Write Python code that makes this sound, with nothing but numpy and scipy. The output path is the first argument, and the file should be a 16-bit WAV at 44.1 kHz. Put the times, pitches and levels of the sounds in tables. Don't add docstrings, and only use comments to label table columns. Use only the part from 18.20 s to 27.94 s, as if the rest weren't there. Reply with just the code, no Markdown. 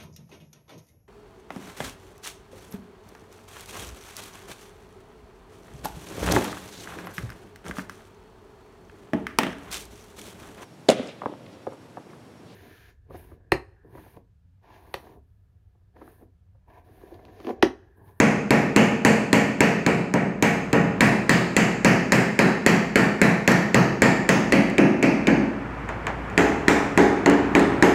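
import sys
import numpy as np
from scipy import signal
from scipy.fft import rfft, irfft, next_fast_len
from scipy.io import wavfile

SR = 44100
rng = np.random.default_rng(int(sys.argv[2]) if len(sys.argv) > 2 else 0)


def to_wav(s):
    ch = np.atleast_2d(s).T
    pcm = np.round(np.clip(ch, -1, 1) * 32767)
    wavfile.write(sys.argv[1], SR, pcm.astype(np.int16))


N = 429534

# (time [s], noise level [dB], hum level [dB])
BACKGROUND_LEVELS = [(0, -46, -56), (2.0, -50, -56), (2.6, -35.5, -47), (5.4, -51, -55), (6.1, -38, -47.5),
                     (7.8, -33, -39), (9.74, -29, -42)]
# (frequency [Hz], relative level per Hz [dB])
ROOM_NOISE_COLOUR = [(35, -37), (60, -13), (100, 1.5), (135, 0), (270, -4.5), (500, -8.5), (1000, -9.5),
                     (1600, -11.5), (2400, -18), (3800, -36), (7500, -44), (10000, -52), (15000, -58)]
# (time [s], ring level [dB], click level [dB])
LIGHT_TOUCHES = [(7.6897, -13.5, -17.5), (7.8684, -8.5, -8.5), (8.1, -26, -24)]
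# (time [s], level [dB])
HAMMER_REBOUNDS = [(5.3178, -6.5), (6.4998, -22), (9.0981, -8.5), (9.395, -13)]
# (time [s], strength [dB], brightness [dB per octave])
HAMMER_TAPS = [(0.0014, 0.6, 0), (0.3067, 0, 0.06), (0.5621, 0.5, 0.7), (0.8495, -0.2, 1.5),
               (1.1297, -1, 1.05), (1.406, -1.5, 1.14), (1.664, -2.5, -0.7), (1.939, -2.5, -3),
               (2.225, -3, 1.5), (2.5298, -0.2, -2.34), (2.8072, 2.5, -0.5), (3.0941, 0.2, 0.5),
               (3.366, 0.1, 0.5), (3.6468, 3, -0.5), (3.9211, 1.1, 0.2), (4.1907, 2.4, -1),
               (4.4633, 2.2, 0), (4.7575, 2.5, -1.16), (5.0157, 2.5, -0.94), (5.277, 2.5, -0.6),
               (5.5446, 3.5, -1.76), (5.82, 3.5, -1.1), (6.0909, 1.6, -0.5), (6.3229, 0, 2),
               (6.582, 0.5, 0.04), (6.827, -0.4, 0.7), (7.0709, 0.5, -0.6), (8.1777, -2, 3),
               (8.482, -4, 4.5), (8.7756, 0, 1.25), (9.0604, 0.3, 0), (9.3514, -0.6, 1.2),
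               (9.6251, -0.5, 2.5)]
SPOT_CHANGE_TIMES = [2.7, 6.2, 7.5]
# (level [dB], dulled above [Hz], at most a third of SR)
CLICK_BY_SPOT = [(1.5, 13400), (1.5, 16000), (-1.5, 6700), (2.5, 3500)]
# (frequency [Hz], width [Hz], relative level [dB])
CLICK_RESONANCES = [(349, 203, -7.5), (990, 1400, -13), (1800, 480, -1), (2310, 580, -3),
                    (4210, 450, -17.5), (6720, 420, -14), (7660, 640, -11.5), (11300, 1500, -19.5)]
# (frequency [Hz], then relative level with the punch on spot 1, 2, 3, 4 [dB])
STRONG_ROOF_MODES = [(117.1, -43, -53, -45, -61), (128.2, -34, -32, -35, -56),
                     (143.6, -36, -39.5, -33.5, -64), (158.3, -41, -62, -35, -57),
                     (174.26, -29, -27.5, -37.5, -34), (181.9, -34.5, -32, -39, -29),
                     (211.2, -25.5, -24.5, -25.5, -28.5), (239, -44, -33, -37, -46),
                     (268.2, -26.5, -33, -22.5, -24), (288.4, -30, -55, -25, -20.5),
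                     (318, -60, -61, -44, -33), (334.3, -36.5, -33.5, -23.5, -25),
                     (364, -31, -39, -26.5, -24), (379.4, -44, -35, -31.5, -27),
                     (408.4, -31, -54, -55, -23), (406, -60, -36.5, -54, -38), (443, -57, -41.5, -58, -26),
                     (459, -27, -37, -48, -31), (477, -34.5, -51.5, -41, -43),
                     (545, -53.5, -42, -34.5, -55), (560, -44.5, -43, -34, -36), (676, -35, -37, -35, -33),
                     (765, -63, -49, -56, -42), (822, -35, -50, -56, -36), (818, -75, -64, -41, -30.5),
                     (888, -115, -54, -40, -50), (1703, -58, -46, -37, -90), (1789, -35.5, -34, -58, -39),
                     (1860, -39, -34.5, -42, -49)]
# (frequency [Hz], then relative third-octave level on spot 1, 2, 3, 4 [dB])
WEAK_MODE_LEVELS = [(67.5, -52.5, -54.5, -57, -42.5), (128.6, -34.5, -38, -42, -47),
                    (202, -23.5, -28, -22.5, -30), (330, -33.5, -33.5, -35.5, -31.5),
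                    (540, -30.5, -33.5, -30, -32), (840, -32.5, -33, -34.5, -28.5),
                    (1220, -34.5, -35.5, -40.5, -33.5), (1860, -29.5, -29, -32.5, -32),
                    (2470, -30.5, -31.5, -32.5, -38), (3500, -49.5, -47.5, -56, -49),
                    (4450, -43.5, -41.5, -49, -51), (5600, -49.5, -45.5, -52.5, -53.5),
                    (6850, -42.5, -41, -51.5, -47.5), (9580, -56, -54, -63.5, -66),
                    (12000, -56.5, -53.5, -63, -64), (15500, -67, -63, -81, -77)]
# (frequency [Hz], time to fall by 60 dB [s])
RING_TIMES = [(70, .75), (150, .76), (220, .82), (330, .88), (500, .8), (2000, .72), (4500, .7),
              (7500, .63), (14000, .45)]

HUM_HZ, HUM_WAVER_HZ = 56, 2
HUM_SWELL_DB, HUM_SWELLS_PER_S = 3.5, 6
BRIGHT_FROM_HZ, BRIGHT_TO_HZ = 780, 9000
CLICK_HZ = 3000
BANDS_HZ = 63 * 2 ** (np.arange(49) / 6)
AGE = np.arange(SR) / SR
TOP_CUT_HZ = 16300


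def from_db(db):
    return 10 ** (np.asarray(db) / 20)


def rms_one(x):
    return x / np.sqrt(np.mean(x ** 2) + 1e-20)


def early_rms_one(x):
    early_power = np.mean(x[..., :SR // 5] ** 2, axis=-1, keepdims=True)
    return x / np.sqrt(early_power)


def at_hz(points, hz, column=1):
    points = np.array(points)
    return np.interp(np.log(hz), np.log(points[:, 0]), points[:, column])


def add(track, time_s, sound):
    start = max(round(time_s * SR), 0)
    track[start:start + len(sound)] += sound[:N - start]


def dull(sound, above_hz):
    sos = signal.butter(1, min(above_hz, SR / 3), fs=SR, output="sos")
    return signal.sosfilt(sos, sound)


def cut_bass(sound, below_hz, order=2):
    return signal.sosfilt(signal.butter(order, below_hz, "high", fs=SR, output="sos"), sound)


def band_noise(low_hz, high_hz, size):
    sos = signal.butter(3, [low_hz, high_hz], "band", fs=SR, output="sos")
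    noise = signal.sosfilt(sos, rng.standard_normal(size + SR // 2))
    return rms_one(noise[-size:])


def background():
    t = np.arange(N) / SR
    times, noise_points, hum_points = np.transpose(BACKGROUND_LEVELS)
    noise_db = np.interp(t, times, noise_points)
    hum_db = np.interp(t, times, hum_points)

    size = next_fast_len(N, real=True)
    hz = np.maximum(np.fft.rfftfreq(size, 1 / SR), 1)
    spectrum = rfft(rng.standard_normal(size)) * from_db(at_hz(ROOM_NOISE_COLOUR, hz))
    noise = rms_one(irfft(spectrum, size)[:N])

    waver = np.interp(np.arange(N), np.linspace(0, N, 100), rng.standard_normal(100))
    swell = np.interp(t * HUM_SWELLS_PER_S, np.arange(100), rng.standard_normal(100))
    phase = 2 * np.pi * np.cumsum(HUM_HZ + HUM_WAVER_HZ * waver) / SR
    hum = rms_one(from_db(HUM_SWELL_DB * swell) * np.sin(phase))
    return from_db(noise_db) * noise + from_db(hum_db) * hum


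def hold_and_decay(hz, first_share, hold_s):
    hold = 1 - (1 - first_share) * np.exp(-AGE / hold_s)
    onset = 1 - np.exp(-AGE * np.minimum(hz, 900))
    decay = from_db(-60 * AGE / at_hz(RING_TIMES, hz))
    return onset * hold * decay


def dense_ring():
    edge = 2 ** (1 / 12)
    rows = []
    for hz in BANDS_HZ:
        noise = band_noise(hz / edge, hz * edge, SR)
        rows.append(noise * hold_and_decay(hz, first_share=0.9, hold_s=0.054))
    return early_rms_one(np.array(rows))


def punch_click(second_after_s=0.001411, second_db=-5.0, scatter_db=2.0, detune=0.0054,
                crack_db=-18.0, crack_s=0.0015, crack_hz=4500):
    t = AGE[:SR // 20]
    crack = rms_one(dull(rng.standard_normal(len(t)), crack_hz))
    first = from_db(crack_db) * crack * np.exp(-t / crack_s)
    for k, (hz, width_hz, level_db) in enumerate(CLICK_RESONANCES):
        pitch = hz * (1 + detune * rng.standard_normal())
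        gain = (-1) ** k * from_db(level_db + scatter_db * rng.standard_normal())
        decay = np.exp(-np.pi * width_hz * t)
        first = first + gain * np.sin(2 * np.pi * pitch * t) * decay
    lag = second_after_s * rng.uniform(.9, 1.1)
    second = from_db(second_db) * np.interp(t - lag, t, first, left=0)
    return first - second


def touches(low_cut_hz=450, softness_hz=5000, damping_s=0.074):
    out = np.zeros(N)
    band_gain = from_db(at_hz(WEAK_MODE_LEVELS, BANDS_HZ, column=4))
    ring = band_gain @ dense_ring() * np.exp(-AGE / damping_s)
    for time_s, ring_db, click_db in LIGHT_TOUCHES:
        add(out, time_s, from_db(ring_db) * ring)
        add(out, time_s, from_db(click_db) * punch_click())
    soft = dull(out + 1e-18, softness_hz)
    return cut_bass(soft, low_cut_hz)


def rebounds(ring_db=0.0, low_cut_hz=1500, click_db=1.0):
    out = np.zeros(N)
    band_gain = from_db(ring_db + at_hz(WEAK_MODE_LEVELS, BANDS_HZ, column=4))
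    ring = band_gain @ dense_ring()
    for time_s, level_db in HAMMER_REBOUNDS:
        add(out, time_s, from_db(level_db) * ring)
        add(out, time_s, from_db(level_db + click_db) * punch_click())
    return cut_bass(out + 1e-18, low_cut_hz)


def blow_db(strength_db, tilt_db, hz):
    rise = (1 + (hz / BRIGHT_FROM_HZ) ** 2) / (1 + (hz / BRIGHT_TO_HZ) ** 2)
    octaves_above = np.log2(rise) / 2
    return strength_db + tilt_db * octaves_above


def roof_wash(wash_db=-3.5, wander=0.54):
    out = np.zeros(N)
    patterns = np.array([dense_ring() for _ in range(6)])
    scatter_db = at_hz([(600, .8), (2000, 1.5), (4000, 2.2)], BANDS_HZ)
    blend = rng.standard_normal(len(patterns))
    for time_s, strength_db, tilt_db in HAMMER_TAPS:
        spot = np.searchsorted(SPOT_CHANGE_TIMES, time_s)
        blend = rms_one(rms_one(blend) + wander * rng.standard_normal(len(patterns)))
        spot_db = at_hz(WEAK_MODE_LEVELS, BANDS_HZ, column=spot + 1)
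        band_db = spot_db + blow_db(strength_db, tilt_db, BANDS_HZ)
        luck_db = scatter_db * rng.standard_normal(len(BANDS_HZ))
        band_gain = from_db(wash_db + band_db + luck_db)
        add(out, time_s, blend @ (band_gain @ patterns) / np.sqrt(len(patterns)))
    return out


def mode_ring(hz, phase):
    hz = hz[:, None]
    tones = np.sin(2 * np.pi * hz * AGE + phase[:, None])
    return early_rms_one(tones * hold_and_decay(hz, first_share=1.0, hold_s=0.027))


def roof_drum(modes_db=-3.5, scatter_db=2.0, phase_scatter=0.47, detune=0.00596):
    out = np.zeros(N)
    modes = np.array(STRONG_ROOF_MODES)
    phases = rng.uniform(0, 2 * np.pi, (len(SPOT_CHANGE_TIMES) + 1, len(modes)))
    for time_s, strength_db, tilt_db in HAMMER_TAPS:
        spot = np.searchsorted(SPOT_CHANGE_TIMES, time_s)
        luck, slip, bend = rng.standard_normal((3, len(modes)))
        hz = modes[:, 0] * (1 + detune * bend)
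        mode_db = modes[:, spot + 1] + blow_db(strength_db, tilt_db, hz) + scatter_db * luck
        ring = mode_ring(hz, phases[spot] + phase_scatter * slip)
        add(out, time_s, from_db(modes_db + mode_db) @ ring)
    return out


def hammering():
    clicks = np.zeros(N)
    for time_s, strength_db, tilt_db in HAMMER_TAPS:
        spot = np.searchsorted(SPOT_CHANGE_TIMES, time_s)
        click_db, dull_hz = CLICK_BY_SPOT[spot]
        click = dull(punch_click(), dull_hz)
        level_db = click_db + blow_db(strength_db, tilt_db, CLICK_HZ)
        add(clicks, time_s, from_db(level_db) * click)
    return clicks + roof_wash() + roof_drum()


def scene():
    mix = background() + touches() + rebounds() + hammering()
    return mix[None]


def record(dry, ceiling=0.96, bass_cut_hz=42):
    thin = cut_bass(dry, bass_cut_hz, order=4)
    rounded = ceiling * np.tanh(thin / ceiling)
    top_cut = signal.ellip(10, .1, 90, TOP_CUT_HZ, fs=SR, output="sos")
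    return signal.sosfilt(top_cut, rounded)


dry = scene()
out = record(dry)
to_wav(out)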